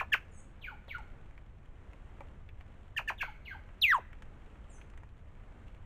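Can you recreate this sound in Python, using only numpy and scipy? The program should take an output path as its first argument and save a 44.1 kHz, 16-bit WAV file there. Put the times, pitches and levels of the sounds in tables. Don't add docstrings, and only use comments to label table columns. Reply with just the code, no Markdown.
import sys
import numpy as np
from scipy import signal
from scipy.fft import rfft, irfft
from scipy.io import wavfile

SR = 44100
rng = np.random.default_rng(int(sys.argv[2]) if len(sys.argv) > 2 else 0)


def transcribe(signal):
    frames = np.atleast_2d(signal).T
    limited = np.clip(frames, -1, 1)
    pcm = np.round(limited * 32767).astype(np.int16)
    wavfile.write(sys.argv[1], SR, pcm)


N = 258271

# start in seconds, time until the dive in seconds, upper voice in Hz,
# its peak in dB, its level in the dive in dB, lower voice in Hz, its peak in dB, its fade before the
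# release in dB, relative overtone level in dB, echo off a trunk in dB relative to the chip.
CHIP_CALLS = [(-0.016, 0.02, 2808, -29, -31, 1800, -31.5, 18, 0, -7),
              (0.119, 0.02, 3474, -21, -39, 1772, -25, 9, 1, -25),
              (2.963, 0.022, 3330, -28.5, -34.5, 1820, -32, 15, 4.5, -5),
              (3.075, .0195, 3046, -28.5, -32.5, 1787, -27, 31, 5, -6),
              (3.204, .019, 2932, -29.5, -36.5, 1710, -34, 17, 4, -15)]
# time in seconds, pitch in Hz, relative level in dB.
NEAR_FALL = [(3.812, 6690, -60.5), (3.816, 4455, -40), (3.82, 3970, -26.5), (3.842, 2736, -18),
             (3.853, 2437, -22), (3.875, 2145, -29.5), (3.909, 1897, -22), (3.926, 1565, -20.5),
             (3.936, 1232, -24.5), (3.953, 1017, -24.5), (3.98, 860, -37.5), (3.99, 530, -48.5),
             (4.0, 330, -54)]
# start in seconds, length in seconds, level in dB, entry pitch in Hz,
# first, second and third step in Hz, relative echo level in dB, extra treble in the echoes in dB.
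FAR_FALLS = [(0.611, 0.1312, -37, 4600, 3450, 2300, 1480, -0.87, 12),
             (0.879, 0.13, -37.5, 4605, 3570, 2150, 1422, -.5, 13),
             (3.177, .127, -37.5, 3990, 3450, 2228, 1483, 1, 18),
             (3.45, 0.12, -37.5, 4895, 3004, 2130, 1575, 0, 12.8)]
# start in seconds, length in seconds, first pitch in Hz,
# turning pitch in Hz, turn as a share of the length, relative level in dB, growth over the length in dB.
WHISTLE_ARCS = [(0.311, 0.097, 7380, 6400, 0.55, -76, 7), (0.323, 0.068, 6970, 7940, 0.68, -75.5, 19),
                (4.693, 0.079, 7900, 6100, 1, -73.5, -4), (4.708, 0.073, 7250, 7900, 1, -80, -3)]
# start in seconds, relative body level in dB, body centre in Hz,
# relative level of the crisp top in dB.
LITTER_TICKS = [(0.9836, -46, 1430, -61), (1.3096, -53, 1454, -75), (1.3783, -46.5, 1845, -91),
                (1.9333, -47.5, 1590, -70), (2.4895, -46, 2250, -87), (2.6096, -45, 1830, -74),
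                (3.6905, -49.5, 1670, -83.5), (4.13, -45, 1881, -71.5), (4.2228, -42, 1712, -62.5),
                (4.5552, -51, 1390, -84), (4.7836, -50.5, 1410, -73), (4.814, -44, 2300, -70.5),
                (4.9004, -53, 1880, -68), (4.9371, -53, 1206, -83.5), (4.9757, -47.5, 2046, -67),
                (5.034, -46.5, 1390, -74), (5.682, -52, 2600, -75)]
# start in seconds, relative level in dB, brightness of the modes
# above 1 kHz in dB, relative scrape level in dB.
GROUND_KNOCKS = [(.881, -46, -17, 1.5), (2.207, -43, 3.5, 2.5)]
# frequency in Hz, relative level in dB, time to fall 60 dB in seconds.
GROUND_MODES = [(561, 3.5, 0.043), (940, -16, 0.14), (1210, -1, 0.025), (1820, -43, 0.049),
                (2040, -10, 0.05), (2309, -6, 0.036)]
# frequency in Hz, relative density in dB per Hz.
AIR_SPECTRUM = [(88, -31), (150, -4), (166, -5.5), (202, 0), (227, -5), (385, -8.5), (536, -10),
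                (1070, -14.5), (1220, -14.5), (1440, -16), (1980, -18.5), (3090, -25.5), (4830, -40.5),
                (7800, -31.5), (10100, -68), (17200, -120)]
# frequency in Hz, relative density in dB per Hz.
RUMBLE_SPECTRUM = [(7.1, -29.5), (12, 5), (30, 0.5), (65, -2), (84, -3), (160, -16.5), (210, -55),
                   (350, -120)]
# frequency in Hz, time to fall 60 dB in seconds.
FOREST_RING = [(400, .4), (1000, 0.27), (1600, 0.65), (2300, 0.59), (3500, 0.46), (5000, 0.66), (8000, 1)]
# frequency in Hz, gain in dB.
THROAT_GAIN = [(1500, -4.5), (2700, 0), (3800, -5.5), (5000, -8), (6300, -3.5), (7100, -3), (7900, 1)]
FALL_STEP_DB = [-15, -2, -1.5, -11.5]

AIR_DB, RUMBLE_DB = -62, -50
RECORDER_HZ, EDGE_HZ = 16000, 15700
LEAD_S = .02

BREAK_HZ, FLOOR_HZ, DIVE_S, DIVE_TIME_CONSTANT_S = 2355, 375, 0.022, .0084
SAG_POWER, SWELL_DB, SWELL_POWER = 1.7, 44, 2.52
SOFTEN_S, RELEASE_DB = 0.0091, 20.5
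LOWER_ATTACK_S, LOWER_SAG = .007, 0.33
CROSSING_DB, CROSSING_WIDTH_HZ = 3, 340

STEPS_BEFORE, STEPS_AFTER, SLOWING, LINGER, DIP_DB = .37, .33, .8, 0.48, 13
SETTLE_STEPS, ENTRY_DB = 1.5, -17
LAST_STEP_HZ, EXIT_HZ = 860, 520


def amp(db):
    return 10 ** (np.asarray(db) / 20)


def unit(x):
    return x / np.sqrt(np.mean(x ** 2) + 1e-20)


def read(points, hz):
    f, value = np.transpose(points)
    return np.interp(np.log(hz + 1), np.log(f), value)


def add(mix, s, sound):
    part = mix[max(round(s * SR), 0):][:len(sound)]
    part += sound[:len(part)]


def play(sounds):
    track = np.zeros(N)
    for start, sound in sounds:
        add(track, start, sound)
    return track


def shaped_noise(size, gain):
    return unit(irfft(rfft(rng.standard_normal(size)) * gain, size))


def band_noise(size, hz, width_hz):
    f = np.fft.rfftfreq(size, 1 / SR)
    return shaped_noise(size, np.exp(-((f - hz) / width_hz) ** 2))


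def air_noise(size):
    hz = np.fft.rfftfreq(size, 1 / SR)
    return shaped_noise(size, amp(read(THROAT_GAIN, hz)) * (hz < RECORDER_HZ / 2))


def voice(hz, db, jitter, flutter_db):
    size = len(hz)
    unsteady_hz = hz * (1 + jitter * band_noise(size, 0, 500))
    phase = 2 * np.pi * np.cumsum(unsteady_hz) / SR
    strength = amp(db + flutter_db * band_noise(size, 0, 189))
    return phase, strength * signal.windows.tukey(size, min(0.00223 * SR / size, 1))


def upper_voice(t, hold_s, top_hz, peak_db, dive_db):
    held, diving_s = np.minimum(t / hold_s, 1), np.maximum(t - hold_s, 0)
    sagging_hz = top_hz + (BREAK_HZ - top_hz) * held ** SAG_POWER
    hz = FLOOR_HZ + (sagging_hz - FLOOR_HZ) * np.exp(-diving_s / DIVE_TIME_CONSTANT_S)
    sustain_db = dive_db + (peak_db - dive_db) * np.exp(-(diving_s / SOFTEN_S) ** 2)
    swell_db = -SWELL_DB * (1 - held) ** SWELL_POWER
    release_db = -RELEASE_DB * (diving_s / DIVE_S) ** 3
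    return hz, sustain_db + swell_db + release_db


def lower_voice(t, top_hz, peak_db, fade_db):
    droop = (t / t[-1]) ** 2
    attack_db = 20 * np.log10(np.clip(t / LOWER_ATTACK_S, 1e-3, 1))
    level_db = peak_db + attack_db - fade_db * droop - RELEASE_DB * droop ** 4
    return top_hz * (1 - LOWER_SAG * droop), level_db


def chip(row, sum_db=-20, cubic_db=-21, octave_db=-24, flare_db=-2, rasp_db=-10):
    start, hold_s, top_hz, top_db, dive_db, low_hz, low_db, fade_db, edge_db = row
    t = np.arange(0, hold_s + DIVE_S, 1 / SR)
    upper_hz, upper_db = upper_voice(t, hold_s, top_hz, top_db, dive_db)
    lower_hz, lower_db = lower_voice(t, low_hz, low_db, fade_db)
    damping_db = CROSSING_DB * np.exp(-((upper_hz - lower_hz) / CROSSING_WIDTH_HZ) ** 2)
    upper_phase, upper = voice(upper_hz, upper_db - damping_db, jitter=0.009, flutter_db=1.9)
    lower_phase, lower = voice(lower_hz, lower_db, jitter=0.0087, flutter_db=2.0)

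    def partial(m, n):
        gain = amp(read(THROAT_GAIN, m * upper_hz + n * lower_hz))
        return gain * np.sin(m * upper_phase + n * lower_phase)

    def resonance(hz):
        return amp(flare_db) * np.exp(-((hz - 2700) / 380) ** 2)

    higher = partial(1, 2) + amp(-4) * partial(2, 1) + amp(-9) * partial(2, 2)
    coupled = np.sqrt(upper * lower) * (amp(sum_db) * partial(1, 1) + amp(cubic_db) * higher)
    octaves = amp(octave_db) * (upper * partial(2, 0) + .5 * lower * partial(0, 2))
    flare = 0
    for k in range(2, 5):
        flare = flare + resonance(k * lower_hz) * lower * np.sin(k * lower_phase)
        flare = flare + resonance(k * upper_hz) * upper * np.sin(k * upper_phase) / k
    air = amp(-29) * (upper + .25 * lower) * air_noise(len(t))
    rasp_gate = np.clip((2000 - upper_hz) / 800, 0, 1)
    rasp = amp(rasp_db) * upper * rasp_gate * band_noise(len(t), 1320, 990)
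    tones = upper * np.sin(upper_phase) + lower * np.sin(lower_phase)
    return start, tones + amp(edge_db) * (coupled + octaves) + flare + air + rasp


def trunk_echo(x, echo_db, delay_s=0.0165, bark_hz=1100):
    dull = signal.sosfilt(signal.butter(2, bark_hz, fs=SR, output="sos"), x)
    return x + amp(echo_db) * play([(delay_s, dull)])


def afterring(x, hz=2690, width_hz=60, ring_db=-5):
    return x + amp(ring_db) * signal.lfilter(*signal.iirpeak(hz, hz / width_hz, SR), x)


def forest(x, early_db, early_t60, late_db, bright_db=0):
    t = np.arange(SR) / SR
    taps = rng.standard_normal((2, SR)) * (rng.random((2, SR)) < 2500 / SR) * (t > .002)
    early = taps[0] * amp(-60 * t / early_t60)
    hz, at, z = signal.stft(taps[1] * np.minimum(t / 0.022, 1), SR, nperseg=256)
    decay = amp(-60 * at / read(FOREST_RING, hz)[:, None])
    late = signal.istft(z * decay, SR, nperseg=256)[1][:SR]
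    echoes = amp(early_db) * early / np.linalg.norm(early) + amp(late_db) * late / np.linalg.norm(late)
    treble = np.clip((np.fft.rfftfreq(2 * SR, 1 / SR) - 1000) / 3500, 0, 1)
    echoes = irfft(rfft(echoes, 2 * SR) * amp(bright_db * treble))[:SR]
    return x + signal.fftconvolve(x, echoes)[:N]


def near_chips():
    dry = np.zeros(N)
    for *shape, echo_db in CHIP_CALLS:
        start, sound = chip(shape)
        dry += trunk_echo(play([(start + LEAD_S, sound)]), echo_db)
    wet = forest(afterring(dry), early_db=-12.5, early_t60=0.14, late_db=-28.5, bright_db=5.5)
    lead = round(LEAD_S * SR)
    return np.pad(wet[lead:], (0, lead))


def steady(spectrum, db, swell_db):
    hz = np.fft.rfftfreq(N, 1 / SR)
    noise = shaped_noise(N, amp(read(spectrum, hz)))
    return noise * amp(db + swell_db * band_noise(N, 0, 2.2))


def rustle(per_s=90, level_db=-78):
    sizes = amp(3.4 * np.minimum(rng.exponential(1, N), 3)) * (rng.random(N) < per_s / SR)
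    bursts = signal.lfilter([1], [1, -np.exp(-1 / (0.00218 * SR))], sizes)
    leaf_noise = band_noise(N, 2200, 1400) + amp(-12.5) * band_noise(N, 7090, 2000)
    return amp(level_db) * unit(bursts * leaf_noise)


def note(glide, jitter, flutter_db, level_db=0, second_db=-80, third_db=-80, upper_db=-80, air_db=-80):
    start, hz, db = glide
    phase, strength = voice(hz, db, jitter, flutter_db)

    def partial(k):
        return amp(read(THROAT_GAIN, k * hz)) * (k * hz < RECORDER_HZ / 2) * np.sin(k * phase)

    octave = amp(second_db) * (.2 + np.exp(-((2 * hz - 3550) / 750) ** 2)) * partial(2)
    low_gate = 1 / (1 + np.exp(np.minimum((hz - 2350) / 80, 20)))
    odd = amp(third_db) * partial(3) + amp(upper_db) * (partial(7) + partial(9))
    tone = np.sin(phase) + octave + low_gate * odd + amp(air_db) * air_noise(len(hz))
    return start, amp(level_db) * strength * tone


def arc(start, length, first_hz, turn_hz, turn_at, level_db, growth_db):
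    u = np.arange(0, length, 1 / SR) / length
    hz = turn_hz + (first_hz - turn_hz) * (1 - u / turn_at) ** 2
    return start, hz, level_db + growth_db * (u - .5)


def thin_whistles():
    dry = play(note(arc(*row), level_db=8.5, jitter=0.0046, flutter_db=3.5) for row in WHISTLE_ARCS)
    return forest(dry, early_db=3, early_t60=0.26, late_db=-14.0)


def stepped_fall(start, length, level_db, entry_hz, first_hz, second_hz, third_hz):
    u = np.arange(0, length, 1 / SR) / length
    steps_hz = [entry_hz, first_hz, second_hz, third_hz, LAST_STEP_HZ, EXIT_HZ]
    places = np.r_[-STEPS_BEFORE, np.arange(len(steps_hz) - 1)]
    travel = STEPS_BEFORE + len(FALL_STEP_DB) - 1 + STEPS_AFTER
    step = travel * u ** SLOWING - STEPS_BEFORE
    settled = np.clip(step / SETTLE_STEPS, 0, 1)
    stair = step - settled * LINGER * np.sin(2 * np.pi * step) / (2 * np.pi)
    hz = np.exp(np.interp(stair, places, np.log(steps_hz)))
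    step_db = np.interp(step, np.arange(len(FALL_STEP_DB)), FALL_STEP_DB)
    attack_db = ENTRY_DB * np.maximum(-step / STEPS_BEFORE, 0)
    dips_db = settled * DIP_DB * np.sin(np.pi * step) ** 2
    return start, hz, level_db + step_db + attack_db - dips_db


def far_jay(leaves_hz=3200):
    leaves = signal.butter(2, leaves_hz, fs=SR, output="sos")
    total = np.zeros(N)
    for *shape, echo_db, bright_db in FAR_FALLS:
        call = note(stepped_fall(*shape), jitter=0.012, flutter_db=2.5,
                    second_db=-16.5, third_db=-32.5, air_db=-48.5)
        dry = play([call])
        wet = forest(dry, early_db=echo_db - 6.5, early_t60=.22, late_db=echo_db - 11, bright_db=bright_db)
        echoes = wet - dry
        total += signal.sosfilt(leaves, dry) + echoes
    return total


def knock(row):
    s, db, bright_db, scrape_db = row
    t = np.arange(SR // 8) / SR
    ring = np.zeros(len(t))
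    for hz, level_db, t60 in GROUND_MODES:
        ring += amp(level_db + bright_db * (hz > 1000) - 60 * t / t60) * np.sin(2 * np.pi * hz * t)
    scrape = band_noise(len(t), 1630, 1040)
    scrape += amp(5.5) * band_noise(len(t), 810, 310)
    scrape += amp(-16) * band_noise(len(t), 7000, 1500)
    return s, amp(db - 4.5) * (ring + amp(scrape_db - 7.0 - 60 * t / 0.039) * scrape)


def tick(row, body_db=-4, top_db=3.5, t60=.024):
    s, db, hz, crisp_db = row
    t = np.arange(SR // 10) / SR
    body = amp(db + body_db) * band_noise(len(t), hz, 1200)
    top = amp(crisp_db + top_db) * band_noise(len(t), 7130, 2500)
    return s, (body + top) * amp(-60 * t / t60)


def foraging():
    knocks = play(knock(row) for row in GROUND_KNOCKS)
    ticks = play(tick(row) for row in LITTER_TICKS)
    return forest(knocks + ticks + rustle(), early_db=-8.5, early_t60=0.075, late_db=-19.5)


def curves(rows):
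    s, *columns = np.transpose(rows)
    t = np.arange(s[0], s[-1], 1 / SR)
    return [s[0]] + [np.interp(t, s, c) for c in columns]


def near_fall():
    call = note(curves(NEAR_FALL), level_db=1.5, jitter=0.002, flutter_db=1.83,
                second_db=-18, third_db=-23.5, upper_db=-28, air_db=-39.5)
    return forest(play([call]), early_db=-12, early_t60=0.12, late_db=-25, bright_db=-0.5)


def scene():
    mix = near_chips()
    mix += steady(RUMBLE_SPECTRUM, RUMBLE_DB, swell_db=0.55)
    mix += steady(AIR_SPECTRUM, AIR_DB, swell_db=-1.32)
    mix += thin_whistles()
    mix += far_jay()
    mix += foraging()
    mix += near_fall()
    return mix[None] * signal.windows.tukey(N, 0.0013 * SR / N)


def record(dry):
    x = np.pad(dry[0], (0, -N % SR))
    size = len(x) * RECORDER_HZ // SR
    guard = np.clip((RECORDER_HZ / 2 - np.fft.rfftfreq(len(x), 1 / SR)) / 150, 0, 1)
    samples = irfft(rfft(x) * guard, size) * RECORDER_HZ / SR
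    joined = np.interp(np.arange(2 * N) / (2 * SR), np.arange(size) / RECORDER_HZ, samples)
    low_pass = signal.firwin(1023, EDGE_HZ, window=("kaiser", 9), fs=2 * SR)
    return signal.oaconvolve(joined, low_pass, "same")[None, ::2]


dry = scene()
out = record(dry)
transcribe(out)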